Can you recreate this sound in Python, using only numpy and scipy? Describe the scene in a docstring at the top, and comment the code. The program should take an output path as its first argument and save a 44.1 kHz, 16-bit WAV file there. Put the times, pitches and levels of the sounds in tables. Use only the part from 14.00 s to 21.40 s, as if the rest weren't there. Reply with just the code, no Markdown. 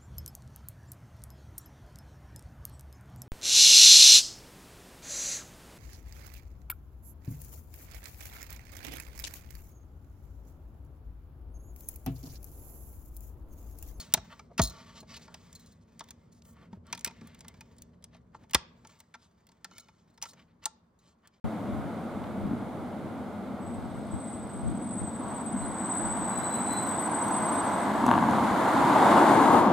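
"""Handling a metal film camera

In a small quiet room, close up and in stereo, the rewind knob is pulled up, the back door springs
open with a knock and a ringing spring, and the knob is snapped home. Each hit rings the thin shell
and hollow body, and the big ones thud in the hand. Fingers rub over the shell, the strap's ring
and buckle tick and jingle against it, and near the end the stiff hinge scrapes."""
import sys
import numpy as np
from scipy import signal
from scipy.fft import rfft, irfft, next_fast_len
from scipy.io import wavfile
from scipy.ndimage import map_coordinates

SR = 44100
rng = np.random.default_rng(int(sys.argv[2]) if len(sys.argv) > 2 else 0)


def dump(signal):
    """Clip the signal to [-1, 1] and save it as 16-bit WAV at the path in sys.argv[1]."""
    limited = np.clip(np.atleast_2d(signal).T, -1, 1)
    pcm = np.round(limited * 32767).astype(np.int16)
    wavfile.write(sys.argv[1], SR, pcm)


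N = 326340
TIME = np.arange(N) / SR  # seconds since the start
AGE = np.arange(SR // 4) / SR  # seconds since a hit


def amp(db):
    """Turn decibels into a gain."""
    return 10 ** (np.asarray(db) / 20)


def unit(x):
    """Scale x to an average (rms) level of 1."""
    return x / np.sqrt(np.mean(x ** 2) + 1e-20)


def unit_hit(x):
    """Give x as much energy as ten milliseconds at level 1."""
    return x * np.sqrt(.01 * SR / (np.sum(x ** 2) + 1e-20))


def fade(ring_s):
    """Die away by 60 dB in ring_s seconds, the ring time."""
    return np.exp(-np.log(1000) * AGE / ring_s)


def along(points, hz):
    """Read a (frequency, value) table between its rows, on a log scale."""
    freqs, values = np.transpose(points)
    return np.interp(np.log(hz + 1), np.log(freqs + 1), values)


def curve(points):
    """Join (time, value) points into one value per sample."""
    return np.interp(TIME, *np.transpose(points))


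def add(track, s, x):
    """Mix x into the track, starting at s seconds."""
    start = max(0, round(s * SR))
    track[start:start + len(x)] += x[:max(0, len(track) - start)]


def wobble(rate):
    """A smooth curve through `rate` random values a second."""
    return map_coordinates(rng.standard_normal(int(N * rate / SR) + 4), [TIME * rate])


def filtered(x, response):
    """Change the strength and phase of each frequency in x by response(hz)."""
    size = next_fast_len(N + SR // 2)
    return irfft(rfft(x, size) * response(np.fft.rfftfreq(size, 1 / SR)), size)[..., :N]


def resonate(x, modes):
    """Pass x through modes, the pitches at which a thing likes to ring; the result has level 1."""
    def response(f):
        return sum(amp(db) * 1j * f * width / (hz * hz - f * f + 1j * f * width)
                   for hz, width, db in modes)
    return unit(filtered(x, response))


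def ring(modes, scatter_db, detune):
    """Struck metal rings in fading tones, a little different in strength and pitch each time."""
    chance = rng.standard_normal((len(modes), 3))
    tones = np.zeros(len(AGE))
    for (hz, db, ring_s), (louder, sharper, phase) in zip(modes, chance):
        cycles = hz * (1 + detune * sharper) * AGE + phase
        tones += amp(db + scatter_db * louder) * fade(ring_s) * np.sin(2 * np.pi * cycles)
    return unit_hit(tones * (1 - np.exp(-AGE / .0036)))


def chatter(click, hold_s, ring_s, tail_db, tail_s, rise_s=.0001):
    """Metal parts rattle in tiny uneven clicks for a moment, then die away with a faint tail."""
    burst = np.minimum(1, np.exp(-np.log(1000) * (AGE - hold_s) / ring_s))
    loudness = (1 - np.exp(-AGE / rise_s)) * (burst + amp(tail_db) * fade(tail_s))
    impacts = rng.standard_normal(len(AGE)) * amp(1.4 * rng.standard_normal(len(AGE)))
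    return unit_hit(signal.fftconvolve(loudness * impacts, click)[:len(AGE)])


# The shell's broad resonances: (frequency [Hz], width [Hz], boost [dB])
SHELL_PEAKS = [(620, 250, 6.5), (890, 120, 4.5), (1120, 81, 2), (1750, 150, 3), (2100, 540, 5),
               (3430, 200, 2.5), (3860, 130, 1.5), (4900, 200, 0), (6540, 370, 3.5), (15500, 590, 6.5)]


def shell_db(hz):
    """How much the thin shell boosts each frequency."""
    return sum(db / (1 + (2 * (hz - centre) / width) ** 2) for centre, width, db in SHELL_PEAKS)


def shell_click(colour, size=4096):
    """One click of the given tone colour, heard through the shell."""
    hz = np.fft.rfftfreq(size, 1 / SR)
    cepstrum = irfft(np.log(amp(along(colour, hz) + shell_db(hz))))
    # Folding the second half onto the first packs the energy at the start (minimum phase).
    cepstrum[1:size // 2] *= 2
    cepstrum[size // 2 + 1:] = 0
    return irfft(np.exp(rfft(cepstrum)))


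def through_shell(x, shifts_per_s=12, ring_s=.05):
    """Rubbing stirs the shell's many weak modes, which change as the finger moves."""
    hop = int(SR / shifts_per_s)
    window = signal.windows.cosine(2 * hop)
    padded = np.pad(x, (hop, 2 * hop))
    out = np.zeros(len(padded))
    for start in range(0, len(x) + hop, hop):
        answer = unit(rng.standard_normal(len(AGE)) * fade(ring_s)) / np.sqrt(len(AGE))
        answer[0] += 1  # the rubbing itself
        add(out, start / SR, signal.fftconvolve(window * padded[start:start + 2 * hop], answer))
    return out[hop:hop + len(x)] / np.sqrt(2)


# How alike left and right are in the room: (frequency [Hz], likeness [0 to 1])
STEREO_LIKENESS = [(100, 0.99), (290, 0.93), (640, 0.13), (3000, 0.068), (7000, 0.0067)]


def from_all_sides(pair):
    """Blend two unrelated signals so that left and right are alike only in the bass."""
    def shares(hz):
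        angle = np.arccos(along(STEREO_LIKENESS, hz)) / 2
        return np.array([np.cos(angle), np.sin(angle)])
    mid, side = filtered(pair, shares)
    return np.array([mid + side, mid - side])


# The tones of springy steel: (frequency [Hz], level [dB], ring time [s])
STEEL_MODES = [(3700, -8, .035), (3914, -2.5, .04), (4210, 0, .06), (4420, -5, .03), (4740, -5, .03),
               (5100, -5, .03), (5400, -3, .04), (6510, 2, .04), (6640, -1, .045), (7030, -6, .04),
               (8870, -7, .05), (12760, -10, .05), (14140, -8, .05), (15570, -11, .05)]
# The bright edge of metal touching metal: (frequency [Hz], level [dB])
SPARKLE_COLOUR = [(2000, -32.5), (3500, -6), (5500, -3.5), (8000, -2), (9200, 3.5), (11500, -9),
                  (15300, -6.5), (16500, -18.5)]
# Hits on the springs and the strap ring: (time [s], level [dB])
JINGLE_HITS = [(0, -40), (0.6165, -25.5), (.635, -30), (.653, -37.5), (.672, -40), (.697, -46.5),
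               (.722, -61), (1.003, -53), (1.165, -51.5), (1.551, -49), (1.595, -58.5), (1.66, -61),
               (1.72, -64.5), (1.9935, -58), (5.797, -51.5), (6.1, -75.5), (6.14, -74), (6.288, -55.5),
               (6.308, -58), (6.989, -69.5)]


def jingles(flight_s=.0082, bounce_loss_db=5.5, touches_per_s=260):
    """Steel hits its seat, rattles and bounces once; light hits ring shorter and less in tune."""
    out = np.zeros(N)
    sparkle = shell_click(SPARKLE_COLOUR)
    flights = flight_s * rng.uniform(.7, 1.2, len(JINGLE_HITS))
    for (hit_s, hit_db), flight in zip(JINGLE_HITS, flights):
        for s, db in [(hit_s, hit_db), (hit_s + flight, hit_db - bounce_loss_db)]:
            lightness = np.clip((-25 - db) / 25, 0, 1)
            touching = rng.random(len(AGE)) < touches_per_s / SR
            touches = touching * rng.standard_normal(len(AGE)) * fade(.03)
            touches[0] = 1.6  # the first strike
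            modes = [(hz, level, ring_s * (1 - .3 * lightness)) for hz, level, ring_s in STEEL_MODES]
            tones = ring(modes, scatter_db=3 + 2 * lightness, detune=.014 + .016 * lightness)
            steel = unit_hit(signal.fftconvolve(touches, tones)[:len(AGE)])
            scrape = chatter(sparkle, hold_s=.002, ring_s=.03, tail_db=-26, tail_s=.1)
            add(out, s, amp(db) * (amp(-2.5) * steel + amp(-4.5) * scrape))
    return out


# The dull rub and the bright hiss of sliding, each: (frequency [Hz], level [dB])
RUB_COLOUR = [(250, -19), (450, -3.5), (620, -3.5), (780, -8), (920, 1.5), (1200, -5), (1500, -2.5),
              (2200, -5.5), (3200, -13), (6000, -38)]
HISS_COLOUR = [(1200, -27), (2500, -1), (4200, 4), (6000, 1.5), (7200, -0.5), (9000, -3), (11500, -15),
               (15300, -7), (16500, -26)]
# The hollow film chamber's resonances: (frequency [Hz], width [Hz], level [dB])
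CHAMBER_MODES = [(647, 81, -6), (915, 44, -1.5), (1144, 61, 1), (1360, 37, -5), (1760, 90, -12),
                 (3035, 110, -12.5), (4150, 100, -17.5)]
# How strongly skin and strap slide: (time [s], level [dB])
SLIDE_LEVELS = [(0.0, -58.5), (0.25, -71), (0.39, -67.5), (0.5, -85.5), (0.68, -87), (0.76, -72.5),
                (1.0, -74.5), (1.06, -77), (1.12, -68.5), (1.52, -70), (1.7, -73.5), (1.8, -85.5),
                (2.0, -74), (2.43, -86), (2.82, -92.5), (3.05, -75), (3.42, -74), (3.85, -77.5),
                (3.98, -90), (4.3, -91), (4.74, -81.5), (4.95, -72), (5.12, -82.5), (5.4, -85.5),
                (5.83, -81.5), (7.05, -93), (7.4, -93.5)]


def sliding(snags_per_s=8):
    """Skin and strap stick and slip in fine grains, snag now and then, and stir the film chamber."""
    slide_db = curve(SLIDE_LEVELS)
    rub_db = -60.5 + .93 * (slide_db + 63)  # the rub swells a little less than the hiss
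    pressure = wobble(23)
    snag_starts = (rng.random(N) < snags_per_s / SR) * rng.uniform(.72, 1, N)
    snags = np.abs(signal.fftconvolve(snag_starts, fade(.087))[:N])

    def friction(colour, grain_db, snag_db):
        slips = rng.standard_normal(N) * (amp(grain_db * wobble(540)) + amp(snag_db) * snags)
        return unit(filtered(through_shell(slips), lambda hz: amp(along(colour, hz) + shell_db(hz))))

    rub = amp(rub_db - 2 + 1.6 * pressure) * friction(RUB_COLOUR, grain_db=1.5, snag_db=6.5)
    hiss = amp(slide_db + .5 + 1.4 * pressure) * friction(HISS_COLOUR, grain_db=2.2, snag_db=6)
    chamber = amp(rub_db - 6.5 + 3 * wobble(14)) * resonate(rng.standard_normal(N), CHAMBER_MODES)
    return rub + chamber + hiss


# The deep tone of moving hands and arms: (frequency [Hz], level [dB])
RUMBLE_COLOUR = [(15, -43), (25, -13), (75, 1.5), (145, -3.5), (171, 4), (200, -6), (236, 2.5),
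                 (264, -10.5), (339, -16.5), (442, -12), (501, -15.5), (617, -17), (700, -21.5), (910, -46),
                 (1540, -120)]
# How strongly the grip shifts: (time [s], level [dB])
GRIP_LEVELS = [(0.0, -56.5), (0.47, -57.5), (1.15, -56), (1.87, -60.5), (3.26, -56), (4.7, -61),
               (4.86, -62), (5.05, -71.5), (5.5, -68), (5.8, -69), (6.45, -66), (7.4, -73)]


def grip_rumble():
    """The shifting grip and moving arms make a low rumble, nearly the same left and right."""
    pair = filtered(rng.standard_normal((2, N)), lambda hz: amp(along(RUMBLE_COLOUR, hz)))
    return amp(curve(GRIP_LEVELS) + 1) * unit(from_all_sides(pair))


# The quiet room's background: (frequency [Hz], level [dB])
AIR_COLOUR = [(30, -8.5), (90, -5.5), (130, -2), (175, 6.5), (250, 1), (400, -1.5), (650, -4),
              (1100, -2.5), (2000, -17.5), (2600, -24), (8000, -33.5), (16000, -40.5)]


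def room_air():
    """The room's own faint, steady noise comes from all around."""
    pair = filtered(rng.standard_normal((2, N)), lambda hz: amp(along(AIR_COLOUR, hz)))
    return amp(-72) * unit(from_all_sides(pair))


# Single strokes of a finger:
# (middle time [s], half length [s], level [dB], brightness [Hz], chamber level beside the stroke [dB])
FINGER_STROKES = [(0.017, 0.037, -56.5, 5170, -5), (0.324, 0.019, -61, 2080, 6),
                  (0.516, 0.012, -55.5, 490, -23.5), (0.767, 0.052, -63.5, 3640, 7),
                  (0.913, 0.056, -65.5, 3520, 3.5), (0.978, 0.021, -54.5, 3900, -3.5),
                  (1.117, 0.025, -55.5, 3700, -0.5), (1.161, 0.016, -50.5, 3870, -14),
                  (1.241, 0.021, -60, 4440, -14.5), (1.308, 0.029, -68, 960, -4),
                  (1.442, 0.058, -72, 3800, -4), (1.614, 0.097, -72, 5390, -17),
                  (1.825, 0.013, -78, 5000, -12), (2.329, 0.0076, -66, 6200, -13),
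                  (2.37, 0.026, -73.5, 6040, -16), (2.423, 0.0022, -59.5, 3980, -16),
                  (2.491, 0.037, -62, 10700, -6.5), (2.609, 0.049, -70.5, 1603, 6),
                  (2.907, 0.037, -70.5, 2150, 11), (3.176, 0.036, -69, 2260, -11.5),
                  (3.305, 0.06, -68.5, 2080, -3), (3.48, 0.044, -70.5, 1470, -1),
                  (3.939, 0.0058, -77, 1727, 3), (4.151, 0.025, -69, 2640, -1),
                  (4.337, 0.0085, -70, 1000, -2.5), (4.359, 0.011, -70.5, 4460, -7),
                  (4.436, 0.005, -71.5, 4880, -8), (4.908, 0.016, -68, 5050, 2.5),
                  (4.998, 0.0075, -67, 7040, -5), (5.236, 0.03, -70.5, 4565, -4),
                  (5.993, 0.035, -78, 4190, -11), (6.282, 0.025, -59, 6000, -11),
                  (6.338, 0.014, -71.5, 710, 0.5), (6.398, 0.025, -67.5, 2640, -1),
                  (6.507, 0.022, -77.5, 2190, -11.5), (6.645, 0.016, -61.5, 2896, 3),
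                  (7.073, 0.044, -73.5, 4430, 0.5), (7.263, 0.022, -73, 1880, 4),
                  (7.351, 0.027, -77, 3280, -11)]


def finger_strokes(band_octaves=.91):
    """A fingertip drags over the shell in a swell of tiny slips that also hums in the film chamber."""
    rubbing, chamber_gain = np.zeros(N), np.zeros(N)
    hz = np.fft.rfftfreq(2048, 1 / SR)
    slips = unit(rng.standard_normal(N) * amp(2.2 * (wobble(540) + wobble(90))))
    for s, half_s, db, centre_hz, chamber_db in FINGER_STROKES:
        near = np.abs(TIME - s) < 3 * half_s
        swell = amp(db) * np.exp(-.5 * np.abs((TIME[near] - s) / half_s) ** 3)
        band = amp(shell_db(hz)) / (1 + (np.log2((hz + 1) / centre_hz) / band_octaves) ** 4)
        one_slip = np.fft.fftshift(irfft(band))
        drag = signal.fftconvolve(slips[near], one_slip / np.linalg.norm(one_slip), "same")
        rubbing[near] += swell * through_shell(drag)
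        chamber_gain[near] += amp(chamber_db) * swell
    return rubbing + chamber_gain * resonate(slips, CHAMBER_MODES)


# The tones of the hollow body and its shell: (frequency [Hz], level [dB], ring time [s])
BODY_MODES = [(660, 0.5, .05), (730, -6, .04), (895, 1, .05), (1030, -2, .025), (1170, 1.5, .028),
              (1355, 0, .07), (1530, -3, .03), (1670, -1, .025), (1825, 0.5, .04), (2130, 1, .03),
              (2404, 2, .035), (2760, -2.5, .03), (3220, -.5, .035), (3480, 1, .025), (3850, 0, .025),
              (4130, -3, .025), (4650, -3, .02), (5000, -1, .025), (5290, -1, .03), (5930, -3, .025),
              (6520, 0, .025), (6790, -0.5, .02), (7350, -4, .02), (7860, 2, .02), (8180, 1, .018),
              (9200, 0, .018)]


def body_ring(centre_hz, octaves, scatter_db, detune):
    """The camera rings most strongly near centre_hz, which depends on where it is hit."""
    modes = []
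    for hz, db, ring_s in BODY_MODES:
        distance = abs(np.log2(hz / centre_hz))
        loss_db = 24 - 24 / (1 + (distance / octaves) ** 2) + 4 * distance
        modes.append((hz, db - loss_db, ring_s))
    return ring(modes, scatter_db, detune)


# The shell's sharp crack and the body's hollow knock, each: (frequency [Hz], level [dB])
CRACK_COLOUR = [(700, -41.5), (1200, -15.5), (1600, -2), (2500, -2), (4500, 0), (6000, 0), (9000, -22),
                (16000, -44.5)]
KNOCK_COLOUR = [(120, -27), (300, -8), (450, -11), (650, -11), (950, 1), (1400, -7.5), (1900, -19),
                (4000, -57)]


def strike(out, s, body_db, crack_db, sparkle_db, top_db, ring_db, body_hz, shell_hz):
    """Add one metal hit: it sparkles and cracks at once, and the hollow body knocks just after."""
    firm_db, top_hz = -42.5, 10500
    rise_s = .00061 / (1 + amp(max(crack_db, sparkle_db) - firm_db))  # light hits start more softly
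    life = amp(ring_db / 3)  # a damped hit also dies sooner

    bright = shell_click([(hz, db + top_db * (hz > top_hz)) for hz, db in SPARKLE_COLOUR])
    sparkle = chatter(bright, hold_s=.001, ring_s=.019 * life, tail_db=-46, tail_s=.05, rise_s=rise_s)
    add(out, s, amp(sparkle_db) * sparkle)

    sharp = shell_click(CRACK_COLOUR)
    crack = chatter(sharp, hold_s=.004, ring_s=.03 * life, tail_db=-32, tail_s=.1, rise_s=rise_s)
    shell_tones = body_ring(shell_hz, octaves=.22, scatter_db=4, detune=.03)
    add(out, s, amp(crack_db) * unit_hit(amp(-2) * crack + amp(ring_db - 4) * shell_tones))

    hollow = shell_click(KNOCK_COLOUR)
    knock = chatter(hollow, hold_s=.0048, ring_s=.036 * life, tail_db=-29, tail_s=.2, rise_s=rise_s)
    body_tones = body_ring(body_hz, octaves=.3, scatter_db=2.5, detune=.025)
    body = unit_hit(amp(-5.5) * knock + amp(ring_db - 3.5) * body_tones)
    add(out, s + .0023, amp(body_db - 2.54) * body)


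def tap(out, s, db, hardness_db, top_db, body_hz, shell_hz):
    """Add one tap: the harder the contact, the more sparkle and the less body."""
    strike(out, s, body_db=db - hardness_db - 2, crack_db=db, sparkle_db=db + hardness_db - 4,
           top_db=top_db, ring_db=0, body_hz=body_hz, shell_hz=shell_hz)


# The catches, in order: knob pulled up, door springs open, knob pushed home, door nudged, door stops.
# (time [s], body [dB], crack [dB], sparkle [dB], top treble [dB], ring [dB], body pitch [Hz],
#  shell pitch [Hz], tick lead [s], tick level [dB]); ring is low where the hand damps it
CATCH_SNAPS = [(0.1382, -52, -39.5, -17, 6.5, 0, 787, 7500, 0.015, -53.5),
               (0.5929, -19, -27.5, -43.5, -1, -2, 591, 1790, 0.014, -36.5),
               (4.546, -24, -20, -20.5, 3, -7.5, 999, 5000, .0118, -35.5),
               (6.224, -42.5, -37, -37.5, -2, 12, 938, 5900, 0.0083, -53.5),
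               (6.6558, -34, -34, -29.5, -8, 7, 895, 7700, 0.017, -54)]


def catches():
    """Each spring-loaded catch ticks as it slips, then snaps."""
    out = np.zeros(N)
    for s, *snap, lead_s, tick_db in CATCH_SNAPS:
        strike(out, s, *snap)
        tap(out, s - lead_s, tick_db, hardness_db=0, top_db=0, body_hz=1250, shell_hz=2830)
    return out


# Small hits on the camera:
# (time [s], level [dB], hardness [dB], top treble [dB], body pitch [Hz], shell pitch [Hz])
SMALL_TAPS = [(0.1388, -29.5, -1.5, -11, 884, 4140), (0.1428, -33.5, -0.5, 0, 750, 4100),
              (0.1735, -45, -8, -4.5, 720, 1540), (0.393, -52.5, -7.5, -0.5, 1130, 2220),
              (0.586, -38.5, -7, -2, 1250, 4880), (1.028, -67, -17, 0, 620, 8700),
              (1.166, -55.5, -2, -6, 800, 4780), (1.278, -61, -14, -3, 1080, 1940),
              (1.342, -48, 1, -2.5, 786, 5200), (1.528, -66.5, 17, -2, 661, 5370),
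              (1.9935, -53, 7.5, -2, 1460, 4800), (2.0054, -46.5, -8.5, -5, 1031, 3450),
              (2.039, -63.5, 6, -2, 978, 3470), (2.086, -59, 1, 4, 888, 3470),
              (2.1063, -52.5, 8, 1, 1150, 6870), (2.451, -68.5, 6, 1, 1100, 8940),
              (2.7273, -63, -16.5, 2, 895, 1965), (2.867, -64, -0.5, 2, 1390, 8600),
              (2.9268, -34, -0.5, -3, 895, 2610), (2.949, -49, 2, 0, 1500, 4680),
              (2.9753, -49.5, 1.5, -1, 1020, 3530), (2.992, -59, 11, -3, 1406, 7000),
              (3.009, -62, 13, -5, 610, 2400), (3.0461, -34.5, 10, 4, 1400, 9600),
              (3.06, -43, 2, -2, 1110, 2390), (3.074, -41.5, 0, -2, 800, 2240),
              (3.094, -61, -9.5, -7, 1085, 2250), (3.108, -59, -6, -7, 1000, 2150),
              (3.211, -60, -6, -7, 1150, 2073), (3.272, -67, 15, 7, 877, 2050),
              (3.346, -60, 3.5, 1, 1054, 2744), (3.39, -76, 19, -5, 893, 8000),
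              (3.406, -53.5, 4.5, -9, 605, 9300), (3.446, -59, -7.5, -7, 1067, 1730),
              (3.4816, -54, 10, 3.5, 628, 8940), (3.54, -64.5, -6, -1, 1095, 2280),
              (3.6079, -50.5, 0.5, 0, 960, 2390), (3.765, -74.5, 5, -2.5, 880, 7270),
              (3.783, -69, 14.5, -7, 593, 8000), (3.82, -67.5, 22, 3, 853, 8400),
              (4.024, -68, 2, -4.5, 1107, 3420), (4.0407, -54, 9.5, -7, 988, 8430),
              (4.146, -62.5, -10.5, -5, 688, 2657), (4.165, -70, -1.5, -3, 1174, 2410),
              (4.344, -66.5, -25.5, 0.5, 996, 1633), (4.436, -68.5, -9.5, 0.5, 883, 2070),
              (4.496, -62, 1, 0, 896, 3500), (4.509, -56.5, 6.5, 10, 880, 8140),
              (4.5502, -29, 1, -3, 1163, 1793), (4.8482, -57, -8.5, -5, 943, 1660),
              (4.871, -63, 10.5, -8, 858, 5990), (5.0021, -57, 6, 3, 1066, 8400),
              (5.14, -51.5, -8, -9.5, 1540, 2122), (5.149, -56, -7, -4, 900, 2110),
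              (5.468, -68, 8, 0, 1114, 3180), (5.4887, -64, -3, 1, 898, 4700),
              (5.517, -67.5, -1, -3, 900, 6800), (5.6444, -43.5, 1, -1.5, 1574, 1620),
              (5.7105, -63, -10, 2, 1390, 6520), (5.7812, -52, 7.5, 3, 637, 4460),
              (5.884, -61.5, -6.5, 2, 906, 2300), (6.176, -60, -4, 1, 1006, 5340),
              (6.237, -45, -1.5, 2, 956, 6040), (6.2538, -49, -3, -5, 1370, 1580),
              (6.333, -59.5, -2.5, 2, 609.6, 6830), (6.6575, -58, -17.5, 0, 1351, 5260),
              (7.273, -63.5, 7.5, 2.5, 1167, 8520)]


def taps():
    """Strap ring, buckle, fingernails and loose parts tick against the shell; a few taps are the rewind knob
    landing a second time as it snaps."""
    out = np.zeros(N)
    for row in SMALL_TAPS:
        tap(out, *row)
    return out


# Dull bumps against the hand:
# (time [s], level [dB], first pitch [Hz], settled pitch [Hz], ring time [s])
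HAND_THUDS = [(0.142, -31, 260, 75, 0.035), (0.172, -40, 229, 49, 0.26), (0.595, -17.5, 285, 54, 0.24),
              (0.607, -31, 268, 150, 0.097), (0.632, -36, 280, 235, 0.076),
              (1.028, -42, 198.1, 160.8, 0.041), (2.73, -39.5, 224, 185.6, 0.13),
              (2.773, -44.5, 99.6, 85, 0.26), (3.072, -35.5, 238.5, 165, 0.032),
              (3.217, -41, 240, 216, 0.12), (4.5492, -23, 300, 118, 0.018), (4.553, -25, 100, 50, 0.072)]


def thuds(clunk_hz=380, settle_s=.0105):
    """The camera's weight clunks into the hand, which gives way, so the bump drops in pitch and dies."""
    out = np.zeros(N)
    clunk = amp(-5.5) * fade(.026) * np.sin(2 * np.pi * clunk_hz * AGE)
    onset = 1 - np.exp(-AGE / .0001)
    for s, db, first_hz, settled_hz, ring_s in HAND_THUDS:
        hz = settled_hz + (first_hz - settled_hz) * np.exp(-AGE / settle_s)
        bump = fade(ring_s) * np.sin(2 * np.pi * np.cumsum(hz) / SR)
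        add(out, s, amp(db) * onset * (clunk + bump))
    return out


# Resonances of the camera held in the palm: (frequency [Hz], width [Hz], level [dB])
HELD_MODES = [(115, 40, -5.5), (180, 40, 1.5), (234, 19, -4.5)]
# Soft pushes of the palm: (middle time [s], half length [s], level [dB])
PALM_SHOVES = [(2.627, 0.037, -60), (2.747, 0.022, -58), (2.938, 0.021, -54), (3.241, 0.021, -54),
               (4.426, 0.023, -57.5), (4.844, 0.028, -62.5), (5.728, 0.053, -62.5), (6.106, 0.039, -68.5),
               (6.371, 0.041, -60.5), (7.071, 0.022, -68)]


def palm_shoves():
    """The palm shifts its hold and the camera's weight answers with a soft, low swell."""
    swell = sum(amp(db) * np.exp(-.5 * ((TIME - s) / half_s) ** 2) for s, half_s, db in PALM_SHOVES)
    return swell * resonate(rng.standard_normal(N), HELD_MODES)


# The door plate's resonances: (frequency [Hz], width [Hz], level [dB])
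DOOR_MODES = [(1362, 22, 6.5), (2200, 52, -1.5), (2970, 43, -3), (3710, 110, -10), (4290, 55, -8.5),
              (5260, 74, -5), (6330, 80, -4)]


def hinge(start_s=5.7, rise_s=.042, easing_db_per_s=108):
    """The stiff hinge sticks and slips, making the door plate sing, then runs free."""
    age = TIME - start_s
    binding = np.clip(age / rise_s, 0, 1) * amp(-55 - easing_db_per_s * np.maximum(0, age - rise_s))
    slips = rng.standard_normal(N) * amp(4.2 * wobble(250))
    singing = resonate(slips, DOOR_MODES)
    hiss = unit(filtered(slips, lambda hz: amp(along(HISS_COLOUR, hz))))
    return binding * (amp(-2.5) * singing + amp(-16) * hiss)


# How long the room rings: (frequency [Hz], ring time [s])
ROOM_RING_TIMES = [(100, .45), (500, .6), (2000, .48), (5000, .33), (8000, .18), (9800, .06), (15000, .06)]


def room_echo(x):
    """The walls throw the sound back, each frequency dying at its own speed."""
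    hz, t, noise = signal.stft(rng.standard_normal((2, SR)), SR, nperseg=256)
    decay = amp(-60 * t / along(ROOM_RING_TIMES, hz)[:, None])
    _, tail = signal.istft(noise * decay, SR, nperseg=256)
    tail *= 1 - np.exp(-np.arange(tail.shape[1]) / SR / .00084)  # soft start
    tail /= np.linalg.norm(tail[0])
    return from_all_sides(signal.fftconvolve(x[None], tail, axes=1)[:, :N])


# How far the right channel runs ahead of the left: (frequency [Hz], phase lead [rad])
RIGHT_LEAD = [(100, .16), (300, .36), (1500, .37), (2700, .55), (3500, .9), (4800, .9), (6300, 1.8),
              (8000, 1.7), (9600, 2.9), (11500, 3.1), (13000, 4), (15500, 4.4)]


def scene():
    """All the camera's sounds in the room, reaching the right side just before the left."""
    camera = catches() + taps() + thuds() + palm_shoves() + jingles() + hinge()
    camera += finger_strokes() + sliding()
    sides = np.array([[-1], [1]])  # left, right
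    direct = filtered(camera, lambda hz: np.exp(.5j * along(RIGHT_LEAD, hz) * sides))
    echo = amp(-24) * room_echo(camera)
    balance = amp(-.2 * sides)  # the left is a touch louder
    return (direct + grip_rumble()) * balance + echo + room_air()


def record(dry):
    """Cut away the deepest bass and the very highest treble."""
    low_hz, high_hz = 46, 16500
    lean = signal.sosfilt(signal.butter(2, low_hz, "highpass", fs=SR, output="sos"), dry)
    return filtered(lean, lambda hz: 1 / np.sqrt(1 + (hz / high_hz) ** 160))


dry = scene()
out = record(dry)
dump(out)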